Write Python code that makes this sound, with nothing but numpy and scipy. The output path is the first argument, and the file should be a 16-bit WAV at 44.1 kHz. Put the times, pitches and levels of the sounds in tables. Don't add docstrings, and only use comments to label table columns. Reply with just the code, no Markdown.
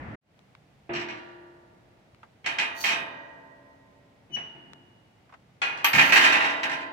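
import sys
import numpy as np
from scipy import signal
from scipy.fft import rfft, irfft
from scipy.io import wavfile

SR = 44100
rng = np.random.default_rng(int(sys.argv[2]) if len(sys.argv) > 2 else 0)


def store_wav(level_fs):
    pcm = np.round(np.clip(np.atleast_2d(level_fs), -1, 1) * 32767)
    wavfile.write(sys.argv[1], SR, pcm.T.astype(np.int16))


N = 305304

# (pitch_hz, clang_db_per_hz, clang_t60_s, after_ring_db_per_hz, after_ring_t60_s,
#  left_right_correlation, left_minus_right_db)
FENCE_SPECTRUM = [(53.4, -39, 1, -26, 1.2, 1, -2), (147, -18, 0.68, -24, 2.63, 0.96, 3),
                  (296, -15.5, 1, -8, 3.2, 0.82, 0.5), (480, -15, 0.6, -8, 4, 0.36, 3),
                  (790, -6.5, 0.41, 4, 1.8, 0.044, -1), (1254, -6.5, 0.54, 0, 1.78, -0.47, 1),
                  (2060, 4, 0.17, 6.5, 1.49, -0.058, -12), (2855, -0.5, 0.39, -5, 0.56, 0.18, 9),
                  (3746, -12.5, 0.23, -2.5, 1.33, -0.046, 2), (6090, -17, 0.14, -24.5, 0.54, -0.081, -4.5),
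                  (9150, -33, 0.27, -44, .5, 0.33, 1), (15600, -37.5, 0.19, -44.5, .4, -0.61, -2)]

CUTOFF_HZ = 16000
EDGES_HZ = 31.25 * 2 ** np.arange(0, 9.1, .5)
CENTRES_HZ = np.sqrt(EDGES_HZ[1:] * EDGES_HZ[:-1])
RING_SAMPLES = 2 * SR
AGE = np.arange(RING_SAMPLES) / SR
TIME = np.arange(N) / SR
LEFT_RIGHT_SIGN = np.array([[1], [-1]])


def from_db(db):
    return 10 ** (np.asarray(db) / 20)


def rms_one(x):
    return x / np.sqrt(np.mean(x ** 2) + 1e-20)


def at_hz(rows, hz):
    known_hz, *columns = np.transpose(rows)
    return [np.interp(np.log(hz), np.log(known_hz), column) for column in columns]


def fade(t60):
    return np.exp(-np.log(1000) * AGE / max(t60, 1e-3))


def pan(db):
    return rms_one(from_db([[db / 2], [-db / 2]]))


def stereo(mid, side, likeness):
    c = np.clip(likeness, -1, 1)
    return np.sqrt((1 + c) / 2) * mid + np.sqrt((1 - c) / 2) * side * LEFT_RIGHT_SIGN


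def add(out, s, sound):
    start = round(s * SR)
    out[:, start:start + sound.shape[1]] += sound[:, :N - start]


def open_air(spectrum):
    # (pitch_hz, left_right_correlation)
    air_likeness = [(50, 0.92), (150, 0.92), (400, 0.66), (1000, 0.033), (4000, 0.01)]
    hz = np.maximum(np.fft.rfftfreq(N, 1 / SR), 1)
    mid, side = rfft(rng.normal(size=(2, N))) * from_db(at_hz(spectrum, hz)[0])
    likeness = at_hz(air_likeness, hz)[0]
    return rms_one(irfft(stereo(mid, side, likeness), N))


def opening_rush(level_db=-39.5, end_s=0.1564, closing_s=0.0065):
    # (pitch_hz, relative_level_db_per_hz)
    rush_spectrum = [(18, -48.5), (30, -31), (56, -9), (81, -0.5), (281, -9.5), (346, -15.5), (905, -16.5),
                     (1300, -21), (1870, -16.5), (3980, -43.5), (15000, -69)]
    closing = np.clip((end_s - TIME) / closing_s, 0, 1)
    return from_db(level_db) * open_air(rush_spectrum) * closing


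def quiet_air(level_db=-60, start_s=.21, fade_in_s=0.17):
    # (pitch_hz, relative_level_db_per_hz)
    air_spectrum = [(18, -60), (30, -21.5), (124, -3.5), (319, -14), (355, -17), (780, -15.5), (962, -21),
                    (1760, -24.5), (2060, -22.5), (16000, -50.5)]
    fade_in = np.clip((TIME - start_s) / fade_in_s, 0, 1)
    return from_db(level_db) * fade_in * open_air(air_spectrum) * pan(-0.82)


def ticks(low_hz=620):
    # (start_s, level_db, decay_to_1/e_s)
    touches = [(0.392, -43, 0.00058), (0.551, -44, 0.0022), (2.147, -47, 0.0012), (2.231, -41, .011),
               (4.734, -33, .0007), (5.293, -51, .015), (5.324, -44, 0.013), (5.339, -41, 0.0091)]
    top_1ms_hz, dulling = 3030, 0.26
    out = np.zeros((2, N))
    for s, db, decay_s in touches:
        decay_s = max(decay_s, 1e-4)
        top_hz = np.clip(top_1ms_hz * (decay_s / .001) ** -dulling, 1.5 * low_hz, CUTOFF_HZ)
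        noise = stereo(*rng.normal(size=(2, RING_SAMPLES)), 0.13)
        puff = noise * np.exp(-AGE / decay_s) + 1e-18
        band = signal.butter(2, [low_hz, top_hz], "band", fs=SR, output="sos")
        add(out, s, from_db(db) * np.sqrt(SR / 2 / top_hz) * signal.sosfilt(band, puff))
    return out


def band_gains(db_per_hz):
    gains = from_db(db_per_hz) * np.sqrt(np.diff(EDGES_HZ))
    return gains / np.linalg.norm(gains)


def fence_modes(db_per_hz, uneven_db, count):
    mode_hz = EDGES_HZ[0] + CUTOFF_HZ * ((np.arange(count) + rng.random(count)) / count) ** 1.6
    size = from_db(np.interp(mode_hz, CENTRES_HZ, db_per_hz) + uneven_db * rng.normal(size=count))
    strength = size * (rng.normal(size=(2, count)) + 1j * rng.normal(size=(2, count)))
    *_, likeness, pan_db = at_hz(FENCE_SPECTRUM, CENTRES_HZ)
    bands = []
    for k, (low, high) in enumerate(zip(EDGES_HZ, EDGES_HZ[1:])):
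        inside = (mode_hz >= low) & (mode_hz < high)
        lines = np.zeros((2, RING_SAMPLES // 2 + 1), complex)
        lines[:, (mode_hz[inside] * RING_SAMPLES / SR).astype(int)] = strength[:, inside]
        mid, side = irfft(lines)
        bands.append(stereo(rms_one(mid), rms_one(side), likeness[k]) * pan(pan_db[k]))
    return np.array(bands, np.float32)


def bar_tone(modes, pan_db, twin=0.5, split=0.00406):
    out = np.zeros((2, RING_SAMPLES))
    for hz, db, t60 in modes:
        skew = rng.choice([-1, 1]) * min(hz / 1100, .85) * LEFT_RIGHT_SIGN
        sides = pan(pan_db * np.sqrt(hz / 2000))
        turn = 2 * np.pi * hz * AGE
        twin_turn = turn * (1 + split * rng.choice([-1, 1]) * rng.uniform(0.432, 2.507))
        pair = np.sin(np.float32(turn + skew)) + twin * np.sin(np.float32(twin_turn - skew))
        out += from_db(db) * fade(t60) * sides * pair
    return out


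def contact(chatter_db, chatter_s, taps_per_s=180):
    struck = rng.random(RING_SAMPLES) < taps_per_s / SR
    taps = struck * rng.normal(size=RING_SAMPLES) * np.exp(-AGE / max(chatter_s, 1e-3))
    force = from_db(chatter_db) * taps / (np.linalg.norm(taps) + 1e-12)
    force[0] = 1
    return force[None, :SR // 2] / np.linalg.norm(force)


def rebounds(count):
    start_s, gap_s, chatter_s = 6.158, .082, 0.084
    first_db, loss_db = -9.5, 2.5
    first_treble_db, dulling_db = 5.5, 3
    return [(start_s + k * gap_s, "leaf", first_db - k * loss_db,
             first_treble_db - k * dulling_db, chatter_s) for k in range(count)]


def clanks(clean_crack=1.1, ring_follow=0.45):
    # (start_s, part_struck, strength_db, treble_db, chatter_decay_to_1/e_s)
    blows = [(0.893, "post", -33.5, -30, 0.028), (0.934, "rod", -32, 4.5, .11),
             (0.950, "rod", -29.5, 4.5, 0.075), (1.085, "rod", -35, -1, 0.024),
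             (2.443, "frame", -38, -8, 0.015), (2.461, "frame", -24.5, 3.5, 0.0045),
             (2.585, "frame", -21.5, 2.5, 0.017), (2.840, "frame", -20, 4.5, .032),
             (2.856, "frame", -26.5, 11, .02), (2.905, "frame", -25.5, 3.5, 0.027),
             (4.298, "post", -59.5, -8, 0.067), (4.364, "rod", -37, -10, 0.013),
             (4.548, "post", -56.5, -15, 0.15), (5.617, "keeper", -23, -1.5, 0.0086),
             (5.773, "keeper", -42, 4, 0.0034), (5.844, "latch", -14.5, .5, 0.0059),
             (5.932, "leaf", -14, 3.5, 0.065), (5.941, "stop", -35, -10, 0.092),
             (5.982, "leaf", -9, -1.5, 0.11), (6.122, "leaf", -10.5, -1, 0.014),
             (6.632, "leaf", -22, 1, .014), (6.695, "leaf", -24, -0.5, 0.064)]
    part_modes = {"stop": [(76, -16, 0.41), (112, -11, 0.32), (143.6, 0, 0.53), (176, -7, 0.67),
                  (211, -2, 0.97), (244, -9.5, 0.83)], "post": [(243, -14, 0.37), (349, 1, 1.86),
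                  (412, -4, 0.11), (576, -7, 0.24), (672, -4, 0.78), (870, -18, 1.6)],
                  "rod": [(650, -9, 1.2), (899, -11, 2.56), (960, -22, 0.76), (1580, -10, 0.56),
                  (1930, -14, 1.3), (2250, -8, .4), (2430, -7, 0.73), (2950, -22, 0.4), (3700, -24, .6),
                  (3760, -28, 1.4), (5690, -10.5, 0.41)], "frame": [(275, -20, 6.2), (386.6, -21, 3.9),
                  (484, -30, 0.77), (580, -15, 4.7), (671, -6, 1.96), (896, -2.5, 2.7), (1029, -8, 2.9),
                  (1311.5, -25, 1.6), (1347, -2.5, 0.71), (1612, -5.5, 1.54), (1783, -17, 1.1),
                  (1853, -11, 1.6), (1910, -1.5, 2.15), (1904, -6, 1.85), (2030, -7, 0.94),
                  (2023, 12, 0.35), (2206, 15, 0.21), (2418, 2.5, 0.93), (2630, 2, 0.29), (3020, 1.5, 0.98),
                  (3185, 9.5, 0.29), (3725, -3, 0.8), (4470, -19, 0.63), (6090, -19, 1.36)],
                  "leaf": [(282, -13, 3.1), (352, -18.5, 2.4), (600, -27, 3.3), (808, -1.5, 0.34),
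                  (888, -5, 1.9), (1026, -9, 3), (1375, 1.5, 1.1), (1590, -5.5, 2.6), (1614, 7, 0.66),
                  (1775, 5, 0.63), (1866, 10, 0.44), (1976, 0.5, 1.2), (2080, 4, 0.64), (2220, -3, 0.63),
                  (2680, -17, 1.1), (2420, -21, 0.5), (2610, -6, 1), (2720, 1, 0.74), (3100, -8, 1.4),
                  (3610, -11, 1), (3830, -7.5, 0.97)], "keeper": [(800, -8.5, 0.45), (1105, -10, 0.23),
                  (1420, -3, 0.57), (1900, -12, 0.39), (1946, -26, 0.4), (2470, 3.5, 0.58), (2820, -14, 1),
                  (3380, -7, 0.28), (4300, -11, .3), (5970, -24.5, 0.77)], "latch": [(925, 0, 0.15),
                  (1156, 2.5, 0.13), (3200, -2, 0.15), (4650, -18.5, 0.56), (6120, -11.5, 0.19),
                  (8120, -16.5, 0.32), (12830, -4, 0.29), (14340, -9, 0.21)]}
    part_pan_db = {"stop": 4, "post": 1.5, "rod": -1, "frame": -7, "keeper": 0, "leaf": -7, "latch": 7}
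    part_top_hz = {"stop": 900, "post": 4000, "rod": 7100, "frame": 10400, "keeper": 12300, "leaf": 13900,
                   "latch": 18000}
    part_response = {"stop": (6, 1, -13, -0.5), "post": (2.5, 0.9, -5, -1.5),
                     "rod": (-10, 0.94, -11.5, -10.5), "frame": (-19, 1.4448, -15.5, -20),
                     "keeper": (-23, 1.63, -9.5, -4.5), "leaf": (-15, 0.81, -15, -20.5),
                     "latch": (-23.5, 0.98, -18, -7)}
    thump_hz, treble_hz, bass_edge_hz = 505, 3530, 60
    thump_follows = 0.31
    even_chatter_s = 0.027
    grit_db = -16
    contact_s, crack_db, crack_s = 0.00053, -8, 0.0017

    out = np.zeros((2, N))
    clang_db, clang_t60, after_db, after_t60, _, _ = at_hz(FENCE_SPECTRUM, CENTRES_HZ)
    crowded = fence_modes(clang_db, uneven_db=3.5, count=640)
    lasting = fence_modes(after_db, uneven_db=2.5, count=400)
    lows = 1 / (1 + (CENTRES_HZ / thump_hz) ** 2)
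    highs = 1 / (1 + (treble_hz / CENTRES_HZ) ** 4)
    onset = 1 - np.exp(-AGE / contact_s)
    after_fades = np.array([g * fade(t) for g, t in zip(band_gains(after_db), after_t60)], np.float32)

    for s, part, db, treble_db, chatter_s in blows + rebounds(count=4):
        full_thump_db, length, ring_db, tone_db = part_response[part]
        thump_db = full_thump_db + thump_follows * db - db
        chatter_db = 10 * np.log10(max(chatter_s, 1e-3) / even_chatter_s)
        modes = np.roll(crowded, rng.integers(RING_SAMPLES), axis=2)
        late_modes = np.roll(lasting, rng.integers(RING_SAMPLES), axis=2)
        softness = 1 / np.sqrt(1 + (CENTRES_HZ / part_top_hz[part]) ** 8)
        softness = np.maximum(softness, from_db(grit_db))

        blow_db = db + thump_db * lows + treble_db * highs
        gains = band_gains(clang_db) * from_db(blow_db) * softness
        fades = np.array([g * fade(t * length) for g, t in zip(gains, clang_t60)], np.float32)
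        clang = np.einsum("bt,bct->ct", fades, modes)

        crack_gain = from_db(crack_db - clean_crack * chatter_db) * np.exp(-AGE / crack_s)
        crack = np.einsum("b,bct->ct", np.float32(gains * highs), modes) * crack_gain
        force = contact(chatter_db, chatter_s)
        body = signal.fftconvolve((clang + crack) * onset, force, axes=1)[:, :RING_SAMPLES]

        ring_gains = np.float32(from_db(db + ring_db + ring_follow * treble_db * highs) * softness)
        after_ring = np.einsum("bt,bct->ct", ring_gains[:, None] * after_fades, late_modes)
        tone = from_db(db + tone_db) * bar_tone(part_modes[part], part_pan_db[part])
        add(out, s, body + (after_ring + tone) * onset)

    bass_cut = signal.butter(4, bass_edge_hz, "high", fs=SR, output="sos")
    return signal.sosfilt(bass_cut, out + 1e-18)


def resonance(x, hz, width_hz):
    r = np.exp(-np.pi * width_hz / SR)
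    feed = np.array([1, 0, -1]) * (1 - r * r) / 2
    return signal.lfilter(feed, [1, -2 * r * np.cos(2 * np.pi * hz / SR), r * r], x)


def stroke(start_s, attack_s, hold_s, release_t60):
    age = TIME - start_s
    rise = np.clip(age / max(attack_s, 1e-3), 0, 1) ** 2
    release = np.clip((age - attack_s - hold_s) / max(release_t60, 1e-3), 0, 10)
    return rise * np.exp(-np.log(1000) * release)


def slide(grains_per_s=3500):
    # (start_s, level_db, attack_s, hold_s, release_t60_s)
    strokes = [(2.73, -37.5, .085, 0.028, 0.32), (5.927, -38.5, 0.014, 0.17, 0.045),
               (6.12, -33.5, .004, .02, 0.59)]
    # (pitch_hz, width_hz, relative_level_db)
    slide_modes = [(4540, 51, 3), (6080, 1050, -9), (8900, 680, -17), (12060, 640, -14.5),
                   (13900, 1300, -18)]
    grains = (rng.random(N) < grains_per_s / SR) * rng.normal(size=(2, N)) + 1e-18
    pressure = sum(from_db(db) * stroke(s, attack_s, hold_s, t60)
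                   for s, db, attack_s, hold_s, t60 in strokes)
    ringing = sum(from_db(db) * resonance(grains, hz, width) for hz, width, db in slide_modes)
    return pressure * rms_one(ringing)


def hinge(ring_db=-34, build_s=0.0088):
    harmonics_db = [-2.5, -20, -56, -54]
    # (pitch_hz, relative_level_db, t60_s)
    hinge_modes = [(2850, -5, 0.71), (2887, -10, 1.49), (2954, 4, 0.5), (2986, -13.5, 1.37),
                   (5905, -19, 0.46), (8840, -33, 0.25)]
    peak_s, peak_hz, sag_hz_per_s = 4.352, 2940, 1750
    slopes_meet_db = -17.5
    growth_db_per_s, release_db_per_s = 1048, 1301
    past_peak = np.clip(TIME - peak_s, -.2, .2)
    growth = from_db(-growth_db_per_s * past_peak)
    release = from_db(release_db_per_s * past_peak)
    gain = from_db(slopes_meet_db) / (growth + release)
    turn = 2 * np.pi * np.cumsum(peak_hz - sag_hz_per_s * past_peak) / SR
    phase = turn + np.array([[np.pi / 2], [0]])
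    tone = sum(from_db(db) * np.sin((k + 1) * phase) for k, db in enumerate(harmonics_db))
    out = np.sqrt(2) * gain * tone * pan(11)
    ring = bar_tone(hinge_modes, pan_db=-0.5) * (1 - np.exp(-AGE / build_s))
    add(out, peak_s, from_db(ring_db) * ring)
    return out


def scene():
    return opening_rush() + quiet_air() + ticks() + clanks() + slide() + hinge()


def record(dry):
    top_cut = signal.ellip(10, .2, 80, CUTOFF_HZ, fs=SR, output="sos")
    return signal.sosfilt(top_cut, np.tanh(dry))


dry = scene()
out = record(dry)
store_wav(out)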